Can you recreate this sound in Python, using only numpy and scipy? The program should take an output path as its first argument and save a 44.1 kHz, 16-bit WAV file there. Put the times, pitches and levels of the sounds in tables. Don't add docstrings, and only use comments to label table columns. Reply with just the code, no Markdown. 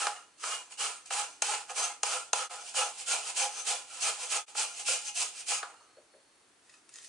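import sys
import numpy as np
from scipy import signal
from scipy.fft import rfft, irfft, next_fast_len
from scipy.io import wavfile
from scipy.ndimage import uniform_filter1d

SR = 44100
rng = np.random.default_rng(int(sys.argv[2]) if len(sys.argv) > 2 else 0)


def natural_amplitude(level_db):
    exponent = np.asarray(level_db, float) / 20
    return 10 ** exponent


def to_wav(sig):
    pcm = np.clip(np.atleast_2d(sig), -1, 1) * 32767
    pcm = np.round(pcm).astype(np.int16)
    wavfile.write(sys.argv[1], SR, pcm.T)


N = 312326
TIME = np.arange(N) / SR
SIZE = next_fast_len(N + SR)
FREQ = np.arange(SIZE // 2 + 1) * SR / SIZE + 1e-3

# start_s, teeth_db, frame_and_board_db, contact_ms, ping_hz
KNOCKS = [(0.0686, -14, -30, 2.6, 1250), (0.3984, -38, -68, 2.2, 7120), (0.4383, -27, -37, 2.9, 2930),
          (0.7083, -36, -57, 1.5, 2440), (1.0564, -40, -66, 2.5, 8370), (1.1066, -30.5, -36, 5.2, 2600),
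          (1.4206, -9.5, -31, 4.8, 6490), (1.6955, -30, -42, 2.7, 2500), (2.0321, -7, -30, 2.5, 6645),
          (2.3311, -5, -26.5, 2.57, 6500), (2.7422, -36, -44.5, 2.5, 8160), (4.4803, -32.5, -53, 3.4, 2450),
          (4.5506, -44, -43, 3.6, 6790), (4.883, -17, -38.5, 2.8, 2450), (5.5174, -11, -36, 1.6, 2620),
          (5.6291, -32, -35, 2.8, 1340), (6.6942, -43, -64, 7.4, 1940), (6.7391, -44, -62, 3.7, 2550),
          (6.8912, -35, -60.5, 2.3, 8820), (6.939, -30, -69, 2.2, 7000), (6.898, -44, -66, 1.7, 9000),
          (6.946, -36, -67, 1.3, 8150), (6.9571, -28, -61, 1.8, 6730), (6.964, -34, -66, 1.3, 6860),
          (6.9853, -34, -56, 1.8, 3200)]
LIFT_S = 6.3
LIFTED_BOARD_DB = -21


def unit(x):
    return x / np.sqrt(np.mean(np.abs(x) ** 2))


def shape(points):
    hz, db = np.transpose(points)
    return natural_amplitude(np.interp(np.log(FREQ), np.log(hz), db))


def through(x, response):
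    return irfft(rfft(x, SIZE) * response, SIZE)[..., :N]


def causal(gain):
    fold = irfft(np.log(gain + 1e-9), SIZE)
    fold[1:SIZE // 2] *= 2
    fold[SIZE // 2 + 1:] = 0
    return np.exp(rfft(fold))


def ringing(modes):
    total = 0
    for k, (hz, width_hz, db) in enumerate(modes):
        damping = 1j * FREQ * width_hz
        total = total + (-1) ** k * natural_amplitude(db) * damping / (hz ** 2 - FREQ ** 2 + damping)
    return total


def walk(rate_hz):
    k = int(SR / rate_hz)
    steps = np.repeat(rng.standard_normal(N // k + 1), k)
    return unit(uniform_filter1d(steps, k)[:N])


def tail(t60_s):
    t = np.arange(SR) / SR
    burst = rng.standard_normal(SR) * np.exp(-np.log(1000) * t / t60_s)
    return rfft(burst / np.sqrt(np.sum(burst ** 2)), SIZE)


def kitchen():
    # hz, relative_density_db
    hiss = [(24, -58), (40, -15), (75, -17.5), (126, -10), (156, -15.5), (310, -4), (540, -7.5), (950, -8),
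            (1550, -9.5), (2320, -12), (5270, -15), (9000, -14), (10300, -18.5), (11200, -24)]
    # hz, side_minus_mid_db
    hiss_side = [(60, -8), (110, -16), (190, -12), (350, -9), (620, -4), (1110, -5.5), (1990, -3.5),
                 (3570, -3.5), (6410, -4.5), (11500, 0.5)]
    # hz, width_hz
    whines = [(4330, 240), (9630, 45)]
    # time_s, lower_db, upper_db
    waver = [(0, -80, -82), (5.75, -75, -80), (6.0, -75, -78), (6.06, -90, -78), (6.12, -75, -78),
             (6.4, -80, -80), (6.6, -90, -82), (6.9, -92, -82)]
    mid, side = (through(rng.standard_normal(N), shape(hiss)) for _ in range(2))
    side = through(side, shape(hiss_side))
    scale = natural_amplitude(-66.5) / np.std(mid)
    time_s, *levels = np.transpose(waver)
    whine = 0
    for (hz, width_hz), db in zip(whines, levels):
        narrow = through(rng.standard_normal(N), ringing([(hz, width_hz, 0)]) ** 2)
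        whine = whine + natural_amplitude(np.interp(TIME, time_s, db)) * unit(narrow)
    return scale * np.array([mid + side, mid - side]) + whine


def low_thud(force):
    # hz, width_hz, relative_db
    thuds = [(72.6, 23, 0), (157, 96, -2)]
    return natural_amplitude(-46.5) * rfft(force, SIZE) * unit(ringing(thuds) ** 2)


def thumps():
    # start_s, level_db, ring_hz, t60_s
    touches = [(5.629, -37, 1350, 0.11), (5.803, -63, 1020, 0.11), (5.967, -55.5, 530, 0.2),
               (5.978, -57.5, 605, 0.16), (6.137, -56, 570, 0.18)]
    out = 0
    for at, db, hz, t60_s in touches:
        t = np.maximum(TIME - at, 0)
        fade = np.exp(-np.log(1000) * t / t60_s) * np.minimum(t / 0.0014, 1)
        push = rng.choice([-1, 1], size=N) * fade
        modes = [(hz, 0.41 * hz, 0), (0.58 * hz, 0.22 * hz, -8), (2.76 * hz, hz, -10)]
        out = out + natural_amplitude(db) * rfft(push, SIZE) * unit(ringing(modes) ** 2)
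    return out


def pings():
    out, t = np.zeros(N + SR), np.arange(1200) / SR
    for at, teeth_db, _, ms, hz in KNOCKS:
        i = int(at * SR)
        envelope = np.exp(-t / (ms / 1000)) * np.minimum(t / 0.0011, 1)
        out[i:i + len(t)] += natural_amplitude(teeth_db - 9) * np.sin(2 * np.pi * hz * t) * envelope
    return rfft(out, SIZE)


def free_plate(force):
    # hz, width_hz, relative_db
    free = [(1840, 95, -1), (2550, 120, -4), (3600, 300, -10.5), (5070, 200, -9.5)]
    return rfft(force, SIZE) * unit(ringing(free))


def spread(hiss, weight_db):
    shares = [1.05, 0.95, 0.13]
    offsets = [-1, -1.5, -3]
    levels = [share * weight_db + db for share, db in zip(shares, offsets)]
    return hiss * natural_amplitude(np.array(levels + [np.zeros(N)]))


def cuts():
    # start_s, length_s, tooth_hiss_db, release_db_per_s, frame_and_board_weight_re_hiss_db
    cutting = [(-0.088, 0.13, -36.5, 155, -0.5), (0.41, 0.122, -38.5, 187.0, -3.6),
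               (0.771, 0.089, -34.5, 186.0, -5), (1.103, 0.092, -36, 182, -4.5),
               (1.418, 0.13, -36, 212, -2.5), (1.739, 0.11, -35, 237, -3.8), (2.029, 0.14, -37, 241, -2.9),
               (2.328, 0.089, -36, 306, -3.5), (2.737, 0.082, -31, 222, -1.9),
               (3.058, 0.069, -30.5, 176, -5.5), (3.343, 0.098, -33, 311, -4.5),
               (3.646, 0.066, -30, 224.5, -4), (3.994, 0.099, -33, 273.0, -5.5),
               (4.283, 0.088, -32.5, 379.0, -6), (4.543, 0.079, -32, 245, -6),
               (4.846, 0.084, -31.5, 210, -8.7), (5.138, 0.088, -32.5, 234, -10),
               (5.454, 0.092, -33.5, 250, -9.5)]
    bite_s, bite_curve, bite_db, landing_bite_db, landing_s = 0.04, 2.03, -22, -10, 0.005
    drag_db, drag_db_per_s = -22, 56
    lands_until_s, landed_load_db, late_load_db, load_s = 2.49, -2, -9.5, 0.082
    linger_db_per_s, linger_most_db = 9, 0.3
    power = np.zeros((4, N))
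    for start, length, db, release, weight_db in cutting:
        t = TIME - start
        after = np.maximum(t - length, 0)
        landing = any(abs(knock[0] - start) < landing_s for knock in KNOCKS)
        first_db = landing_bite_db if landing else bite_db
        bite = first_db * np.clip(1 - t / bite_s, 0, 1) ** bite_curve
        fall = np.hypot(natural_amplitude(-release * after), natural_amplitude(drag_db - drag_db_per_s * after))
        hiss = (t > 0) * natural_amplitude(db + bite) * fall
        first_load_db = late_load_db if start > lands_until_s else landed_load_db
        load_db = first_load_db * np.clip(1 - t / load_s, 0, 1)
        load_db = load_db + np.minimum(linger_db_per_s * after, linger_most_db)
        power += spread(hiss, weight_db + load_db) ** 2
    return power


def grazes():
    # peak_s, rise_s_per_20_db, fall_s_to_minus_20_db, hiss_db, weight_db
    brushes = [(0.412, 0.038, 0.044, -47, -18), (0.725, 0.028, 0.063, -46, -10.9),
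               (1.06, 0.0081, 0.1, -48.5, -16), (1.702, 0.026, 0.08, -42, 3),
               (2.496, 0.016, 0.228, -42, -0.6), (2.696, 0.15, 0.072, -44, -14),
               (3.014, 0.1, 0.08, -39.5, -15), (3.302, 0.16, 0.05, -37.0, -7.5),
               (3.602, 0.25, 0.08, -40, -6.4), (3.949, 0.084, 0.24, -43.1, -6.5),
               (4.236, 0.17, 0.1, -37.5, -6), (4.486, 0.037, 0.1, -49.5, -9),
               (4.801, 0.11, 0.07, -39, -13.0), (5.096, 0.17, 0.04, -38.5, -15.5),
               (5.407, 0.106, 0.0838, -42, -13.5), (5.633, 0.081, 0.18, -59, 13.5),
               (6.746, 0.12, 0.13, -60.5, -4), (6.96, 0.062, 0.131, -53.4, -13),
               (7.03, 0.121, 0.2, -56, -25), (7.046, 0.015, 0.031, -47.5, -36)]
    power = np.zeros((4, N))
    for peak, rise, fall, db, weight_db in brushes:
        t = TIME - peak
        away = np.where(t < 0, -t / rise, (np.abs(t) / fall) ** 0.8)
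        power += spread(natural_amplitude(db - 20 * away), np.full(N, weight_db)) ** 2
    return power


def strokes():
    strength = np.sqrt(cuts() + grazes())
    strength[0] *= np.where(TIME > LIFT_S, natural_amplitude(LIFTED_BOARD_DB), 1)
    return strength


def tearing(rate_hz, spread_db):
    catch = rng.random(N) < rate_hz / SR
    force = natural_amplitude(spread_db * np.minimum(rng.exponential(size=N), 5.5))
    return unit(catch * force * rng.choice([-1, 1], size=N))


def add_knocks(forces):
    plate_like_teeth = 0.38
    t = np.arange(1200) / SR
    for at, teeth_db, frame_db, ms, _ in KNOCKS:
        envelope = np.exp(-t / (ms / 1000)) * np.minimum(t / 0.00082, 1)
        rattle = rng.choice([-1, 1], size=(2, len(t))) * envelope
        i = int(at * SR)
        plate_db = frame_db + plate_like_teeth * (teeth_db - frame_db)
        fast = natural_amplitude(np.array([plate_db - 1.5, teeth_db - 13]))
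        forces[2:, :, i:i + len(t)] += fast[:, None, None] * rattle
        board_db = frame_db + 24.7 + LIFTED_BOARD_DB * (at > LIFT_S)
        forces[:2, :, i + 20] += natural_amplitude(np.array([board_db, frame_db + 24]))[:, None]


def contacts():
    # time_s, frame_over_board_db
    grip = [(0.1, 4.5), (0.8, 3), (1.2, 3), (1.8, -1), (2.3, -2), (2.7, -1), (3.7, -2), (4.2, -0.5),
            (4.8, -3.5), (5.5, -1.5), (5.62, 5.5), (5.85, 0)]
    patches = natural_amplitude(1.16 * walk(35) + 0.5 * walk(140))
    ticks = np.array([tearing(9000, 2.3) for _ in range(3)])
    pairs = np.array([ticks[:2], ticks[:2], ticks[1:], ticks[::2]])
    forces = (strokes() * patches)[:, None] * pairs
    add_knocks(forces)
    grip_db = np.interp(TIME, *np.transpose(grip))
    forces[:2] *= natural_amplitude(np.array([-grip_db, grip_db]) / 2)[:, None]
    return forces


def rasp(forces):
    # hz, width_hz, relative_db
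    board = [(411, 12, -26.5), (513.6, 26, -4), (621.5, 51, -17), (717.8, 24.7, -7), (825.6, 24.7, 0.5),
             (892, 16, -11.5)]
    frame = [(990, 30.6, -5), (1086, 38, -14), (1272.6, 81, -3.5), (1388, 50, -5), (1690, 6.8, -31),
             (1840, 7.8, -15.5)]
    plate = [(2133, 31, -2.5), (2300, 23, -8), (2450, 31, 2), (2520, 36, 0), (2747, 57, -5), (2870, 40, 4),
             (2930, 8.5, -22), (3445, 29, 1)]
    teeth = [(4066, 46, -5), (4970, 150, -6.5), (6242, 103, 7), (6515, 170, 0), (7124, 70, 0),
             (7122, 42, 5.5), (7940, 26, -1), (8600, 26, 6), (9080, 25, -19)]
    # hz, relative_density_db
    between = [(200, -44), (350, -26.5), (500, -9.5), (900, -26), (1400, -8), (1900, -15.5), (2600, -7.5),
               (3700, -11.5), (5000, -8.5), (5700, -9.5), (7000, -5), (9400, -6.5), (10200, -14),
               (11200, -21.5)]
    between_db = [-5, -5.5, 3, 7]
    split = [930, 1850, 3900]
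    node_db, node_rate_hz = 3, 16
    edges = [0, *split, SR / 2]
    mid, side = 0, 0
    for force, modes, db, lo, hi in zip(forces, (board, frame, plate, teeth), between_db, edges, edges[1:]):
        band = 1 / np.sqrt((1 + (lo / FREQ) ** 10) * (1 + (FREQ / hi) ** 10))
        total = np.sqrt(1 + natural_amplitude(2 * db))
        crowd = natural_amplitude(db) / total * unit(causal(shape(between) * band))
        scale = 1 / total / np.sqrt(np.mean(np.abs(ringing(modes)) ** 2))
        for k, mode in enumerate(modes):
            swung = force[0] * natural_amplitude(node_db * walk(node_rate_hz))
            ring = (-1) ** k * scale * ringing([mode]) * rfft(swung, SIZE)
            mid = mid + ring
            side = side + ring * np.exp(2j * np.pi * rng.random())
        mid = mid + crowd * rfft(force[0], SIZE)
        side = side + crowd * rfft(force[1], SIZE)
    small = causal(1 / np.sqrt(1 + (380 / FREQ) ** 6))
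    return mid * small, side * small


def scene():
    # hz, left_minus_right_db
    balance = [(60, 7), (110, -6), (190, 1), (350, 1), (620, -0.5), (1110, 0.5), (1990, -1), (3570, -1.5),
               (6410, -0.5), (11500, -4.5)]
    # hz, side_gain_db
    width = [(60, -14), (110, -22), (190, -22), (350, -24), (620, -18), (1110, -14.5), (1990, -10),
             (3570, -5.5), (6410, -6.5), (11500, -2)]
    room_t60_s, room_mid_db, room_side_db = 0.32, -10.5, -5
    forces = contacts()
    lifted = TIME > LIFT_S
    free = free_plate(forces[2, 0] * lifted)
    forces[2] *= np.where(lifted, .4, 1)
    mid, side = rasp(forces)
    shared = thumps() + pings() + free + low_thud(forces[3, 0])
    mid = (mid + shared) * (1 + natural_amplitude(room_mid_db) * tail(room_t60_s))
    side = (side + shared) * (1 + natural_amplitude(room_side_db) * tail(room_t60_s)) * shape(width)
    lean = np.sqrt(shape(balance))
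    return irfft([(mid + side) * lean, (mid - side) / lean], SIZE)[:, :N] + kitchen()


def top_cut(x):
    return signal.sosfilt(signal.butter(12, 12090, fs=SR, output="sos"), x)


def record(dry):
    # centre_s, half_length_s, least_gain
    dips = [(2.492, 0.032, 0.1), (4.459, 0.047, 0.037)]
    gain = np.ones(N)
    for at, half, least in dips:
        gain *= np.clip(np.abs(TIME - at) / half, least, 1)
    low_pass = signal.ellip(12, .2, 62, 11080, fs=SR, output="sos")
    mix = signal.sosfilt(low_pass, dry * gain)
    return top_cut(mix)


dry = scene()
out = record(dry)
to_wav(out)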